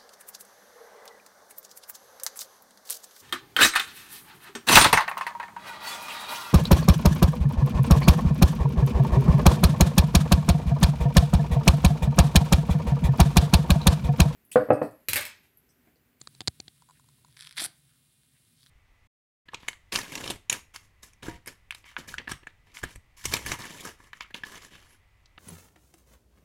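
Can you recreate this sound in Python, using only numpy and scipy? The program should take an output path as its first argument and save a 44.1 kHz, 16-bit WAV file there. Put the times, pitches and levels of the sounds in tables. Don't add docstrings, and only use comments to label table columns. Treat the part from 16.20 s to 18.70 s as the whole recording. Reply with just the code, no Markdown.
import sys
import numpy as np
from scipy import signal
from scipy.fft import rfft, irfft
from scipy.io import wavfile
from scipy.ndimage import map_coordinates

SR = 44100
rng = np.random.default_rng(int(sys.argv[2]) if len(sys.argv) > 2 else 0)


def invert_db(level):
    return 10 ** (np.asarray(level, dtype=float) / 20)


def file_out(sig):
    cols = np.atleast_2d(sig).T
    lim = np.clip(cols, -1, 1)
    pcm = np.round(lim * 32767).astype(np.int16)
    wavfile.write(sys.argv[1], SR, pcm)


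N = 110250
T = np.arange(N) / SR

# f/Hz, level/dB
HISS_COLOUR = [(250, -34), (400, -3.5), (700, 4.5), (1200, -8), (2000, -15), (3700, 6), (6000, -25),
               (7800, -1), (9800, 3), (11500, -5.5), (13600, -18), (15500, 3)]
# f/Hz, level/dB
COARSE_FIBRES = [(350, -36), (600, -32), (1010, -8), (1160, -9), (1510, 0), (2290, -2), (2780, -7.5),
                 (3370, 2), (5010, -1), (6800, -17), (8840, -48), (15000, -120)]
# f/Hz, level/dB
FINE_FIBRES = [(3530, -16.5), (6000, -6), (6730, -17), (7280, -4.5), (10800, 0.5), (11100, -6),
               (12900, -12.5), (16000, -30)]


def unit(x):
    return x / np.sqrt(np.mean(x ** 2) + 1e-20)


def along(points, hz):
    f, v = np.transpose(points)
    return np.interp(np.log(hz + 1), np.log(f + 1), v)


def curves(rows):
    s, *cols = np.transpose(rows)
    return [np.interp(T, s, c) for c in cols]


def wobble(rate):
    knots = rng.standard_normal(int(N * rate / SR) + 4)
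    return map_coordinates(knots, [T * rate])


def noise():
    return rng.standard_normal(N)


def coloured(x, spectrum):
    m = 4096
    gain = invert_db(along(spectrum, np.fft.rfftfreq(m, 1 / SR)))
    cepstrum = irfft(np.log(np.maximum(gain, 1e-5)), m)
    cepstrum = cepstrum * np.r_[1, 2 * np.ones(m // 2 - 1), 1, np.zeros(m // 2 - 1)]
    h = irfft(np.exp(rfft(cepstrum)), m)
    return signal.fftconvolve(x, h / np.linalg.norm(h))[:len(x)]


def grains(rate, spread_db, air):
    sizes = invert_db(spread_db * rng.exponential(size=N)) * noise()
    clicks = (rng.random(N) < rate / SR) * sizes
    return unit(unit(clicks) + air * noise())


def ring(t, hz, db, t60, rise=0):
    onset = 1 - np.exp(-t / 0.00012)
    return invert_db(db - 60 * t / t60) * np.sin(2 * np.pi * hz * t * (1 + rise * t)) * onset


def struck(t, modes, scrape):
    scrape_peak_s, scrape_width_s, scrape_top_hz = 0.0013, 0.0018, 8600
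    u = T[:SR // 200]
    swell = np.exp(-((u - scrape_peak_s) / scrape_width_s) ** 2)
    force = 0.25 * scrape * rng.standard_normal(len(u)) * swell
    force[0] = 1
    if scrape > 1:
        force = signal.sosfilt(signal.butter(4, scrape_top_hz, fs=SR, output="sos"), force)
    x = sum(ring(t, *mode) * invert_db(rng.standard_normal()) for mode in modes)
    x = signal.fftconvolve(x, force)[:len(t)]
    return x / np.abs(x).max()


def add(out, s, x):
    part = out[round(s * SR):][:len(x)]
    part += x[:len(part)]


def rumble():
    # f/Hz, level/dB
    rumble_colour = [(30, -3), (60, -1), (95, -12), (125, 2), (155, 1), (180, -14.5), (250, -9.5),
                     (330, -19.5), (600, -29.5), (1000, -72)]
    # t/s, level/dB
    rumble_path = [(0.5, -65), (0.55, -68.5), (0.789, -67.5), (1.04, -65), (1.42, -71), (1.59, -70.5),
                   (1.72, -70), (1.95, -71), (2.31, -68.5), (2.5, -69)]
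    level_db = curves(rumble_path)[0] + 2.0 + 0.26 * wobble(24)
    return invert_db(level_db) * unit(coloured(noise(), rumble_colour))


def hiss():
    return invert_db(-81.5 + 0.77 * wobble(15)) * coloured(noise(), HISS_COLOUR)


def whine():
    tone_hz = [3351.8, 7302.5, 9156.9, 11311.4]
    tone_db = [-78, -85, -75, -80]
    chop_hz, chop_start_s = 299.27, 0.003054
    tone_sharp, spit_sharp = 18, 36
    gate = np.cos(2 * np.pi * chop_hz * (T - chop_start_s)) - 1
    out = np.zeros(N)
    for hz, db in zip(tone_hz, tone_db):
        tone = np.sin(2 * np.pi * (hz * T + rng.random()))
        out += invert_db(db) * unit(np.exp(tone_sharp * gate) * tone)
    spit = unit(np.exp(spit_sharp * gate) * noise())
    out += invert_db(-76) * coloured(spit, HISS_COLOUR)
    return invert_db(0.48 * wobble(45.6)) * out


def fizz():
    # t/s, level/dB
    fizz_path = [(0.0, -56.5), (0.8, -60), (1.08, -59.5), (1.2, -60.5), (1.33, -98), (1.36, -48),
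                 (1.5, -58), (1.8, -61), (2.05, -63), (2.5, -58.5)]
    # f/Hz, level/dB
    fizz_colour = [(470, -54.5), (800, -20), (1030, -10), (2110, -8), (2570, -10), (3960, -5.5),
                   (6760, -12), (10100, -4.5), (13000, -12.5)]
    flutter_db = 1.2 * wobble(40)
    return invert_db(curves(fizz_path)[0] - 10.5 + flutter_db) * coloured(grains(5700, 1.5, 1.2), fizz_colour)


def squishes():
    # t/s, length/s, level/dB, f/Hz
    squish_rows = [(0.768, 0.041, -69, 1860), (1.716, 0.12, -78, 1460), (2.165, 0.049, -74, 1920),
                   (2.424, 0.14, -68, 3870)]
    out = np.zeros(N)
    for s, length, db, hz in squish_rows:
        band = [(hz / 1.4, -40), (hz / 1.3, -6), (hz, 0), (hz * 1.4, -6), (hz * 3.3, -25)]
        swell = np.exp(-(2 * (T - s) / length) ** 2)
        out += invert_db(db) * swell * coloured(grains(1300, 1.0, 0.34), band)
    return out


def creaks():
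    # t/s, level/dB, tick against hollow ring/dB
    creak_rows = [(0.621, -48.5, -4.5), (0.688, -51.5, -7), (0.697, -46.5, -11.5), (0.708, -50, -4),
                  (0.796, -54, -4), (0.841, -65, -1), (0.887, -56.5, 0.5), (0.984, -65, -17),
                  (1.047, -50.5, -5.5), (1.083, -59, -5)]
    # f/Hz, relative level/dB, t60/s
    hollow_modes = [(997, 4.5, 0.021), (1357, -5.5, 0.023), (526, -19, 0.027)]
    # f/Hz, relative level/dB, t60/s
    tick_modes = [(4440, -0.5, 0.0017), (7020, -6, 0.0035), (7670, -8.5, 0.0038)]
    out, t = np.zeros(N), T[:SR // 8]
    onset = 1 - np.exp(-t / 0.00066)
    for s, db, tick_db in creak_rows:
        shift = 1 + 0.015 * rng.standard_normal()
        hollow = sum(ring(t, hz * shift, g + 2 * rng.standard_normal(), t60)
                     for hz, g, t60 in hollow_modes) * onset
        tick = invert_db(tick_db + 7) * struck(t, tick_modes, 2.3)
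        add(out, s, invert_db(db - 1.5) * (hollow + tick))
    return out


def knocks():
    # t/s, case peak/dB, main ring f/Hz, scrape strength, body against case peak/dB
    knock_rows = [(.0140, -33, 7100, 1.3, -7.5), (0.0722, -27, 1410, 2, -29),
                  (0.1492, -42.5, 8000, 2.4, -16), (0.2065, -22, 3540, 0.39, -8.5),
                  (0.2158, -33, 3600, 0.39, 0.5), (0.2752, -10.5, 4660, 0.13, -33),
                  (0.2803, -8.5, 4430, 0.16, -14.5), (.4006, -25.5, 6060, 5.8, -7),
                  (0.4803, -33, 3700, 5.4, -8)]
    # f/Hz, relative level/dB, t60/s
    case_modes = [(4354, 6.5, 0.0024), (6777, -0.5, 0.0031), (2408, -5, 0.0032), (1410, -22, 0.0049),
                  (7650, -4, 0.0031), (3500, -3.5, 0.00098)]
    # f/Hz, relative level/dB, t60/s
    body_modes = [(188, 1.5, 0.006), (322, -10.5, 0.016), (747, -15.5, 0.029), (1030, -32.5, 0.0083)]
    # f/Hz, level at a -9.5 dB knock/dB, t60/s
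    thump_mode = (122, -30.5, 0.028)
    main_t60_s, main_rise = 0.0034, 5.06
    thump_growth = 9.1
    out, t = np.zeros(N), T[:SR // 8]
    body = -sum(ring(t, *mode) for mode in body_modes)
    for s, db, hz, scrape, body_db in knock_rows:
        case = struck(t, case_modes + [(hz, 3, main_t60_s, main_rise)], scrape)
        add(out, s, invert_db(db) * (case + invert_db(body_db) * body))
        add(out, s, -invert_db(thump_growth * (db + 9.5)) * ring(t, *thump_mode))
    return out


def room(x):
    # f/Hz, t60/s
    room_t60 = [(300, 0.38), (2000, 0.27), (6000, 0.2), (14000, 0.11)]
    hz, t, z = signal.stft(rng.standard_normal(SR // 3), SR, nperseg=256)
    fade = invert_db(-60 * t / along(room_t60, hz)[:, None])
    tail = signal.istft(z * fade, SR, nperseg=256)[1]
    return signal.fftconvolve(x, tail / np.linalg.norm(tail))[:N]


def shudder():
    # t/s, level/dB
    shudder_path = [(1.35, -110), (1.375, -61.5), (1.41, -55), (1.42, -42.5), (1.44, -64), (1.462, -48.5),
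                    (1.475, -66), (1.5, -84), (1.54, -110)]
    # f/Hz, level/dB
    shudder_colour = [(60, -7), (130, -4), (300, -5), (500, -12.5), (800, -1.5), (1200, -32.5)]
    return invert_db(curves(shudder_path)[0]) * coloured(noise(), shudder_colour)


def snaps():
    # t/s, level/dB, f/Hz
    snap_rows = [(0.5787, -51.5, 4200), (1.125, -50, 3830), (1.1665, -41, 5060), (1.1697, -36, 1920),
                 (1.1754, -43, 4030), (1.1824, -43, 3940), (1.192, -38, 4130), (1.196, -44, 3000),
                 (1.2004, -33, 4370), (1.2078, -27.5, 4200), (1.2228, -31, 5400), (1.2297, -37, 4130),
                 (1.236, -41, 4180), (1.244, -40, 3000), (1.2487, -31.5, 3500), (1.268, -34, 4270),
                 (1.2715, -29.5, 3740), (1.2782, -43, 3610), (1.2927, -35, 5300), (1.3096, -33, 3870),
                 (1.3152, -43, 4030), (1.3252, -36.5, 4970), (1.3622, -40, 3450), (1.3678, -30, 4280),
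                 (1.3725, -29, 3500), (1.376, -23, 3400), (1.3798, -21, 2000), (1.3835, -21, 3700),
                 (1.4159, -17, 9100), (1.4208, -21, 9000), (1.44, -18, 8000), (1.4465, -21, 9800),
                 (1.4548, -21, 10500), (1.4606, -21, 9800), (2.033, -55, 3950), (2.249, -55, 4020),
                 (2.4304, -44, 4220), (2.438, -48, 4250), (2.4618, -43, 4050), (2.4678, -42, 4090)]
    fine_hz, top_hz = 7000, 13000
    crack_t60_s, ring_t60_s = 0.0055, 0.004
    out, t = np.zeros(N), T[:SR // 25]
    onset = 1 - np.exp(-t / 0.000082)
    for s, db, hz in snap_rows:
        fine_db = 5 if hz > fine_hz else -5
        colour = [p for p in COARSE_FIBRES if p[0] < fine_hz]
        colour += [(f, g + fine_db) for f, g in FINE_FIBRES if fine_hz < f < top_hz]
        colour += [(15000, -40.5)]
        crack = coloured(invert_db(-60 * t / crack_t60_s) * rng.standard_normal(len(t)), colour)
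        x = crack / np.abs(crack).max() + ring(t, hz, -3, ring_t60_s) * onset
        add(out, s + 0.0007, invert_db(db - 2) * x)
    return out


def tearing(rows, rate, spread_db, air, clumps_per_s, steady):
    level_db, treble_db = curves(rows)
    starts = (rng.random(N) < clumps_per_s / SR) * rng.random(N)
    decay = np.exp(-T[:SR // 40] / 0.0015)
    clumps = unit(signal.fftconvolve(starts, decay)[:N])
    clumps = unit(steady + clumps)
    coarse = coloured(clumps * grains(rate, spread_db, air), COARSE_FIBRES)
    fine = coloured(clumps * grains(rate, spread_db, air), FINE_FIBRES)
    x = coarse + invert_db(treble_db) * fine
    return x * invert_db(level_db) * (T > rows[0][0]) * (T < rows[-1][0])


def stretch():
    # t/s, level/dB, treble against it/dB
    stretch_path = [(1.1, -70.5, -25), (1.142, -67, -15), (1.15, -71, -21), (1.17, -77, 5),
                    (1.184, -64.5, 2), (1.208, -49, -8.5), (1.26, -57.5, -3), (1.272, -46, -13),
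                    (1.286, -63, -2), (1.33, -64.5, -2), (1.352, -63, -16), (1.355, -68, -25)]
    return invert_db(-1.5) * tearing(stretch_path, 2000, 2.5, 0.4, clumps_per_s=500, steady=0.65)


def rip():
    # t/s, level/dB, treble against it/dB
    rip_path = [(1.367, -55, -14), (1.372, -40.5, -13), (1.378, -36, -13), (1.39, -34, -12),
                (1.41, -35, 1.5), (1.4155, -43, 4.5), (1.43, -39, 1.5), (1.443, -41, 6.5), (1.455, -44, 9),
                (1.461, -48.5, 10), (1.4625, -79, -12)]
    return invert_db(0.5) * tearing(rip_path, 8000, 1.2, 0.7, clumps_per_s=500, steady=1.35)


def scene():
    background = rumble() + hiss() + whine()
    foam = fizz() + squishes()
    mount = creaks() + knocks()
    tear = shudder() + snaps() + stretch() + rip()
    return (background + foam + mount + tear + invert_db(-16) * room(tear))[None]


def band_limit(x):
    return signal.sosfilt(signal.butter(12, 16490, fs=SR, output="sos"), x)


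def record(dry):
    low_cut_hz, top_hz = 70, 15950
    x = signal.sosfilt(signal.butter(4, low_cut_hz, "high", fs=SR, output="sos"), dry)
    x = signal.sosfiltfilt(signal.cheby2(16, 14, top_hz, fs=SR, output="sos"), x)
    return band_limit(x)


dry = scene()
out = record(dry)
file_out(out)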